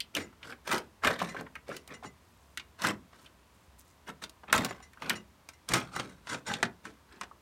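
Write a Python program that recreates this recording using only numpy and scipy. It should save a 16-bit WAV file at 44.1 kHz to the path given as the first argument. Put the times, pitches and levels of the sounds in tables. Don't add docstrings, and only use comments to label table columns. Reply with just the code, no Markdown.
import sys
import numpy as np
from scipy import signal
from scipy.fft import rfft, irfft, next_fast_len
from scipy.io import wavfile
from scipy.ndimage import uniform_filter1d, map_coordinates

SR = 44100
rng = np.random.default_rng(int(sys.argv[2]) if len(sys.argv) > 2 else 0)


def wav_record(signal):
    frames = np.transpose(np.atleast_2d(signal))
    bounded = np.clip(frames, -1, 1)
    quanta = np.round(bounded * 32767).astype(np.int16)
    wavfile.write(sys.argv[1], SR, quanta)


N = 327132
TIME_S = np.arange(N) / SR
AGE_S = np.arange(SR // 2) / SR
TOP_HZ = 16200
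MID_HZ = 1510

# frequency in Hz, relative level in dB.
PANEL_SPECTRUM = [(35, -38), (60, -19), (110, -1), (200, 0.5), (300, -4), (450, -3.5), (700, -13.5),
                  (1400, -50), (4000, -48)]
# frequency in Hz, relative level in dB.
TICK_SPECTRUM = [(1500, -26.5), (3500, 2.5), (6000, 0), (9300, -0.5), (10500, -2), (12000, 1), (16000, -15)]


def stroke_forces(push_power=1.94, grit_power=0.99, panel_lag_s=0.018):
    # start, attack, hold and release t60 in seconds, scrape drive in dB,
    # grit and boom drives in dB re the scrape drive.
    strokes = [(0.137, 0.018, 0.022, 0.19, -36.5, -9, -2.5), (0.395, 0.066, 0.058, 0.088, -50.5, -7.5, 1.5),
               (0.636, 0.087, 0.018, 0.18, -31, -8, -7), (1.016, 0.04, 0.027, 0.24, -27.5, -12.5, -11.5),
               (1.169, 0.048, 0.018, 0.364, -42, -5.5, -1), (1.348, 0.012, 0.053, 0.1, -50, -13.5, 4),
               (1.663, 0.013, 0.076, 0.084, -51.5, -7, -0.5), (1.867, 0.042, 0.0076, 0.16, -47, -15, -0.5),
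               (2.019, 0.028, 0.007, 0.047, -46, -9, 3.5), (2.775, 0.076, 0.037, 0.11, -28, -6.5, -9.5),
               (3.105, 0.032, 0.13, 0.16, -65.5, -2, -3.5), (4.057, 0.033, 0.0082, 0.047, -42, -9, -4.5),
               (4.212, 0.016, 0.0057, 0.056, -41.5, -2.5, -5.5),
               (4.459, 0.03, 0.017, 0.088, -45, -37.5, -3), (4.519, 0.015, 0.046, 0.384, -30.5, -9, -6),
               (4.985, 0.043, 0.112, .2, -44, -11, -6), (5.677, .02, 0.027, .1, -34.5, -5, 1),
               (5.726, 0.014, 0.024, .27, -29.5, -6.5, -6), (5.909, 0.039, 0.029, 0.5, -45, -4, 0),
               (6.235, 0.078, 0.017, 0.18, -40, -3.5, -4.5), (6.446, 0.041, 0.035, 0.33, -39.5, -6.5, 0.5),
               (6.829, 0.018, 0.0044, .25, -47, -4, -4.5), (7.065, 0.062, 0.011, 0.42, -55, -17, -8)]
    scrape, grit, boom = np.zeros((3, N))
    for start_s, attack_s, hold_s, release_s, db, grit_db, boom_db in strokes:
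        t = TIME_S - start_s
        build = np.clip(t / attack_s, 0, 1) ** push_power
        force = build * np.exp(-np.log(1000) * np.maximum(t - attack_s - hold_s, 0) / release_s)
        scrape += amp(db) * force
        grit += amp(db + grit_db) * force ** grit_power
        boom += amp(db + boom_db) * force
    pole = np.exp(-1 / (panel_lag_s * SR))
    return scrape, grit, signal.lfilter([1 - pole], [1, -pole], boom)


def scrapes(scrape, grit, boom):
    catches = judder(rate_hz=130, depth_db=4.6)
    coarse = slips(per_s=3000, pitch_hz=1535, spread=0.2506, decay_cycles=3.7, scatter_db=11.5)
    coarse = wander(coarse, depth_db=3)
    fine = slips(per_s=3000, pitch_hz=6360, spread=0.62, decay_cycles=0.24, scatter_db=8.5)
    fine = wander(coloured(fine, TICK_SPECTRUM), depth_db=3.5)
    panel = wander(coloured(rng.standard_normal(N), PANEL_SPECTRUM), depth_db=3.5, bins=3)
    return catches * (amp(3) * scrape * coarse + amp(0.5) * grit * fine) + amp(0.5) * boom * panel


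def slips(per_s, pitch_hz, spread, decay_cycles, scatter_db):
    count = int(per_s * N / SR)
    when, pitch, size = np.random.default_rng(rng.integers(2 ** 31)).random((count, 3)).T
    log_offset = spread * np.log(pitch / (1 - pitch))
    hz = np.clip(pitch_hz * np.exp(log_offset), 300, TOP_HZ)[:, None]
    t = AGE_S[:SR // 100]
    gain = amp(scatter_db * size)[:, None] * np.sqrt(hz)
    jolts = gain * np.sin(2 * np.pi * hz * t) * np.exp(-hz * t / decay_cycles)
    index = (when * N).astype(int)[:, None] + np.arange(len(t))
    return unit(np.bincount(index.ravel(), jolts.ravel(), N)[:N])


def judder(rate_hz, depth_db):
    knots = rng.standard_normal(int(N * rate_hz / SR) + 4)
    return unit(amp(depth_db * np.tanh(map_coordinates(knots, [TIME_S * rate_hz]))))


def wander(x, depth_db, bins=5, frames=16):
    spectra = signal.stft(x, nperseg=1024)[2]
    field = uniform_filter1d(rng.standard_normal(spectra.shape), bins, axis=0)
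    field = uniform_filter1d(field, frames, axis=1)
    return unit(signal.istft(spectra * amp(depth_db * unit(field)), nperseg=1024)[1][:N])


def knocks(scrape, rattle_tries_per_s=22, rattle_db=-12.5):
    # start in seconds, strength in dB, pitch in Hz, spread in octaves, tick sharpness in dB.
    blows = [(0.0034, -34, 3440, 0.27, -10), (0.15, -32, 2925, 0.093, -8.5), (0.1654, -33, 2920, .47, -15),
             (0.4287, -46, 2420, 0.37, -42), (0.3283, -58.5, 1070, 0.4, -31), (0.523, -44, 1523, 0.41, -34),
             (0.6749, -36, 1930, 1.14, -29), (0.7134, -33, 2020, 1.2, -18), (0.728, -41, 1840, 1, -12),
             (0.7801, -39, 2620, 0.83, -10), (1.0357, -31, 1280, 0.57, -31.5),
             (1.047, -25.5, 1794, 0.43, -19), (1.072, -24.5, 1700, 0.41, -15.5),
             (1.1912, -42.5, 3000, 0.73, -12), (1.201, -36.5, 2120, 0.48, -34),
             (1.216, -29.5, 857, 0.44, -42), (1.3449, -41.5, 710, 0.63, -44),
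             (1.3652, -38.5, 1640, 0.25, -34), (1.4093, -43, 1010, 0.48, -13),
             (1.4644, -48, 1290, 0.36, -45), (1.554, -40.5, 1820, 0.37, -20.5),
             (1.691, -39.5, 577, 0.1, -21), (1.7147, -41, 1580, 0.29, -29), (1.7655, -45, 3970, 0.8, -6),
             (1.8762, -55, 3460, 1.8, 1.5), (2.026, -48.5, 795, 0.18, -35), (2.0443, -44.5, 960, 0.67, -35),
             (2.5737, -35, 2560, 0.41, -9), (2.5964, -43, 2460, 0.44, -34), (2.8187, -39, 2220, .94, -6),
             (2.8476, -25, 1512, 0.41, -22), (2.8694, -33, 1816, 0.33, -3.5), (3.13, -56, 1380, 0.53, -25),
             (3.2596, -53.5, 3080, 0.18, -18), (4.2374, -38.5, 2850, 0.84, -23),
             (4.2951, -61.5, 4400, 1.2, 7.5), (4.434, -48.5, 920, 0.53, -55), (4.5269, -20, 1590, 0.46, -9),
             (4.549, -34.5, 2110, 1.3, -11), (4.578, -32, 3380, .65, -9), (4.647, -32, 2700, 1.46, -9),
             (4.7084, -38, 1180, 0.66, -21), (4.802, -53.5, 1090, 0.76, -25), (4.933, -57, 2020, 0.21, -10),
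             (4.972, -54.5, 1346, 0.32, -33), (5.0205, -38.5, 1610, 0.65, -25), (5.096, -32, 2380, 0.24, 0),
             (5.1019, -27.5, 1774, 0.46, -35), (5.4885, -45.5, 2660, 0.91, -7),
             (5.6885, -43.5, 3290, 1.1, 3.5), (5.7366, -26, 2620, 1.2, -4.5),
             (5.7569, -30.5, 1646, 1.3, -19), (5.9626, -33, 1266, 0.36, -13.5),
             (5.997, -32, 1413, 0.93, -20), (6.2705, -44, 1792, 0.57, -26),
             (6.3434, -35.5, 1350, 0.95, -35), (6.5, -36.5, 1695, 0.14, -24),
             (6.5373, -33, 3300, 0.52, -12), (6.6281, -22, 1510, 0.71, -13.5),
             (6.651, -39.5, 2180, 0.7, -31), (6.8529, -42, 1500, 0.42, -12.5),
             (7.2114, -37, 1530, 0.53, -9), (7.2329, -45, 1980, 0.82, -23),
             (7.3119, -50.5, 1080, 0.23, -42)]
    track = np.zeros(N)
    for start_s, *blow in blows:
        add(track, start_s, knock(*blow))
    for when, spot in rng.random((int(rattle_tries_per_s * N / SR), 2)):
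        force = scrape[int(when * N)]
        if force > amp(-60):
            pitch_hz = MID_HZ * 2 ** (2 * spot - 1)
            rattle = knock(20 * np.log10(force) + rattle_db, pitch_hz, spread_oct=0.92, tick_db=-49)
            add(track, when * N / SR, rattle)
    return track


def knock(db, pitch_hz, spread_oct, tick_db, ripple_db=4, spacing_hz=130, heavy_db=-32):
    mode_noise, tick_noise, panel_noise, bumps = rng.standard_normal((4, len(AGE_S)))

    def spot_response(hz):
        band = (1 + (np.log2((hz + 1) / pitch_hz) / (2.58 * spread_oct)) ** 2) ** -2
        ripple = np.tanh(np.interp(hz / spacing_hz, np.arange(len(bumps)), bumps))
        return band / np.sqrt(hz + 200) * amp(ripple_db * ripple)

    modes = filtered(mode_noise, spot_response) * fade(t60_s=0.047)
    modes /= np.std(modes[:SR // 100])
    tick = amp(tick_db + 13) * coloured(tick_noise, TICK_SPECTRUM) * fade(t60_s=0.019)
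    boom_db = -10.5 - 9 * np.log2(pitch_hz / MID_HZ) + 0.2 * (db - heavy_db)
    panel = amp(boom_db) * coloured(panel_noise, PANEL_SPECTRUM) * fade(t60_s=0.13) * rise(tau_s=0.013)
    contact_s = 0.00035 * amp(-0.26 * tick_db)
    onset = rise(contact_s) * (1 + contact_s / 0.0028)
    return amp(db + 2) * ((modes + tick) * onset + panel)


def thuds():
    # start in seconds, level in dB before the envelope, pitch in Hz.
    shoves = [(2.866, -32, 272), (4.552, -36.5, 90), (5.742, -37, 300)]
    track = np.zeros(N)
    for start_s, db, pitch_hz in shoves:
        noise = rng.standard_normal(len(AGE_S))
        shudder = unit(filtered(noise, lambda hz: hz ** 2 / (1 + (hz / pitch_hz) ** 6)))
        add(track, start_s, amp(db) * shudder * fade(t60_s=0.25) * rise(tau_s=0.0053))
    return track


def shroud_in_bay(x):
    # centre in Hz, width in Hz, gain in dB re the direct path.
    resonances = [(237, 109, -3.5), (1314, 68, -3), (1543, 64, -3)]
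    # frequency in Hz, gain in dB.
    bay_response = [(22, -47), (55, -3), (500, -0.5), (1300, -4), (3000, -3), (9000, -1.5), (10500, -6.5),
                    (16000, -3)]

    def response(hz):
        peaks = sum(amp(db) * 1j * hz * width_hz / (centre_hz ** 2 - hz ** 2 + 1j * hz * width_hz)
                    for centre_hz, width_hz, db in resonances)
        return (1 + peaks) * amp(along(bay_response, hz))

    return filtered(x, response)


def contact_hardness(x, edge_hz=10000):
    # time in seconds, gain above edge_hz in dB.
    hardness = [(0, 1), (1.2, -0.5), (2.8, -3), (4.5, -0.5), (5.2, 0), (6.2, -10.5), (7.3, -15)]
    top = filtered(x, lambda hz: 1 - 1 / (1 + (hz / edge_hz) ** 10))
    top_gain = amp(np.interp(TIME_S, *np.transpose(hardness)))
    return x + (top_gain - 1) * top


def metal_ring(rub_top_hz=11100, tilt_db_per_oct=-0.5):
    # start in seconds, strength in dB, length in seconds.
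    touches = [(0.197, -31, 0.04), (1.284, -31.5, 0.026), (1.721, -37.5, 0.07), (1.9376, -35.5, 0.017),
               (2.054, -36, 0.02), (4.686, -32, 0.02), (4.824, -39, 0.026), (5.153, -30, 0.02),
               (5.534, -46, 0.0069), (5.703, -33, 0.027), (5.95, -28, 0.034), (6.095, -43, 0.0045),
               (6.293, -28.5, 0.044), (6.464, -24.5, 0.046), (6.517, -50, 0.031)]
    # frequency in Hz, relative level in dB, t60 in seconds.
    modes = [(2020, 0, .16), (2085, -4, .12), (2850, -6, .1), (4059, -8, .05), (4600, -9, .05),
             (5560, -7, .04), (5959, -5, .1), (7009, -3, .07), (8100, -8, .03), (9480, -11, .05)]
    track = np.zeros(N)
    for start_s, db, length_s in touches:
        rub = rng.standard_normal(len(AGE_S)) * np.exp(-(AGE_S / length_s) ** 2)
        scuff = filtered(rub * rise(tau_s=0.005), lambda hz: 1 / (1 + (hz / rub_top_hz) ** 4))
        add(track, start_s, amp(db - 18) * scuff)
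        for hz, mode_db, t60_s in modes:
            ring = signal.fftconvolve(rub, fade(t60_s) * np.sin(2 * np.pi * hz * AGE_S))[:len(AGE_S)]
            tilt_db = tilt_db_per_oct * np.log2(hz / modes[0][0])
            add(track, start_s, amp(db + mode_db + tilt_db + rng.normal(0, 2) - 34) * unit(ring))
    return track


def garage_echo(x, patterns=24):
    # frequency in Hz, t60 in seconds.
    decay_times = [(100, 0.5), (300, 0.32), (1000, 0.21), (3000, 0.14), (7000, 0.093), (15000, 0.11)]
    wet = np.zeros(N)
    for span in np.array_split(np.arange(N), patterns):
        hz, t, spectra = signal.stft(rng.standard_normal(len(AGE_S)), SR, nperseg=256)
        decay = np.exp(-np.log(1000) * t / along(decay_times, hz)[:, None])
        tail = signal.istft(spectra * decay, SR, nperseg=256)[1][:len(AGE_S)] * rise(tau_s=0.00098)
        add(wet, span[0] / SR, signal.fftconvolve(x[span], tail / np.linalg.norm(tail)))
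    return wet


def cloth_rustle():
    # centre in seconds, peak level in dB, half-width in seconds.
    brushes = [(2.42, -75.5, 0.29), (3.228, -69, 0.03), (3.59, -74, 0.087), (3.801, -55, 0.014),
               (3.892, -68.5, 0.041)]
    # frequency in Hz, relative level in dB.
    cloth_spectrum = [(500, -33), (2500, -5), (8000, 8), (11000, 8), (16000, 8)]
    fibres = slips(per_s=1200, pitch_hz=5600, spread=0.3, decay_cycles=0.86, scatter_db=20)
    envelope = sum(amp(db) * np.exp(-((TIME_S - at_s) / half_s) ** 2) for at_s, db, half_s in brushes)
    return envelope * coloured(fibres, cloth_spectrum)


def room_rumble():
    # frequency in Hz, relative level in dB.
    air_spectrum = [(15, -55.5), (25, -39), (42, -19), (64, -0.5), (114, -14), (153, -13), (503, -21),
                    (659, -19.5), (775, -22), (988, -17.5), (1400, -23.5), (4030, -31), (5880, -33.5),
                    (14400, -40), (16000, -43)]
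    return amp(-61.5) * coloured(rng.standard_normal(N), air_spectrum)


def amp(db):
    return 10 ** (np.asarray(db) / 20)


def unit(x):
    return x / np.sqrt(np.mean(x ** 2) + 1e-20)


def along(points, hz):
    points_hz, values = np.transpose(points)
    return np.interp(np.log(hz + 1), np.log(points_hz + 1), values)


def filtered(x, response):
    size = next_fast_len(len(x) + 8192)
    return irfft(rfft(x, size) * response(np.fft.rfftfreq(size, 1 / SR)), size)[:len(x)]


def coloured(x, spectrum):
    return unit(filtered(x, lambda hz: amp(along(spectrum, hz))))


def rise(tau_s):
    return 1 - np.exp(-AGE_S / tau_s)


def fade(t60_s):
    return np.exp(-np.log(1000) * AGE_S / t60_s)


def add(track, start_s, sound):
    part = track[max(round(start_s * SR), 0):][:len(sound)]
    part += sound[:len(part)]


def scene():
    scrape, grit, boom = stroke_forces()
    background = room_rumble() + cloth_rustle()
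    metal = metal_ring()
    plastic = scrapes(scrape, grit, boom) + thuds() + knocks(scrape)
    contacts = contact_hardness(shroud_in_bay(plastic)) + metal
    return (contacts + amp(-11.5) * garage_echo(contacts) + background)[None]


def record(dry):
    return np.array([filtered(x, lambda hz: 1 / (1 + (hz / TOP_HZ) ** 160)) for x in dry])


dry = scene()
out = record(dry)
wav_record(out)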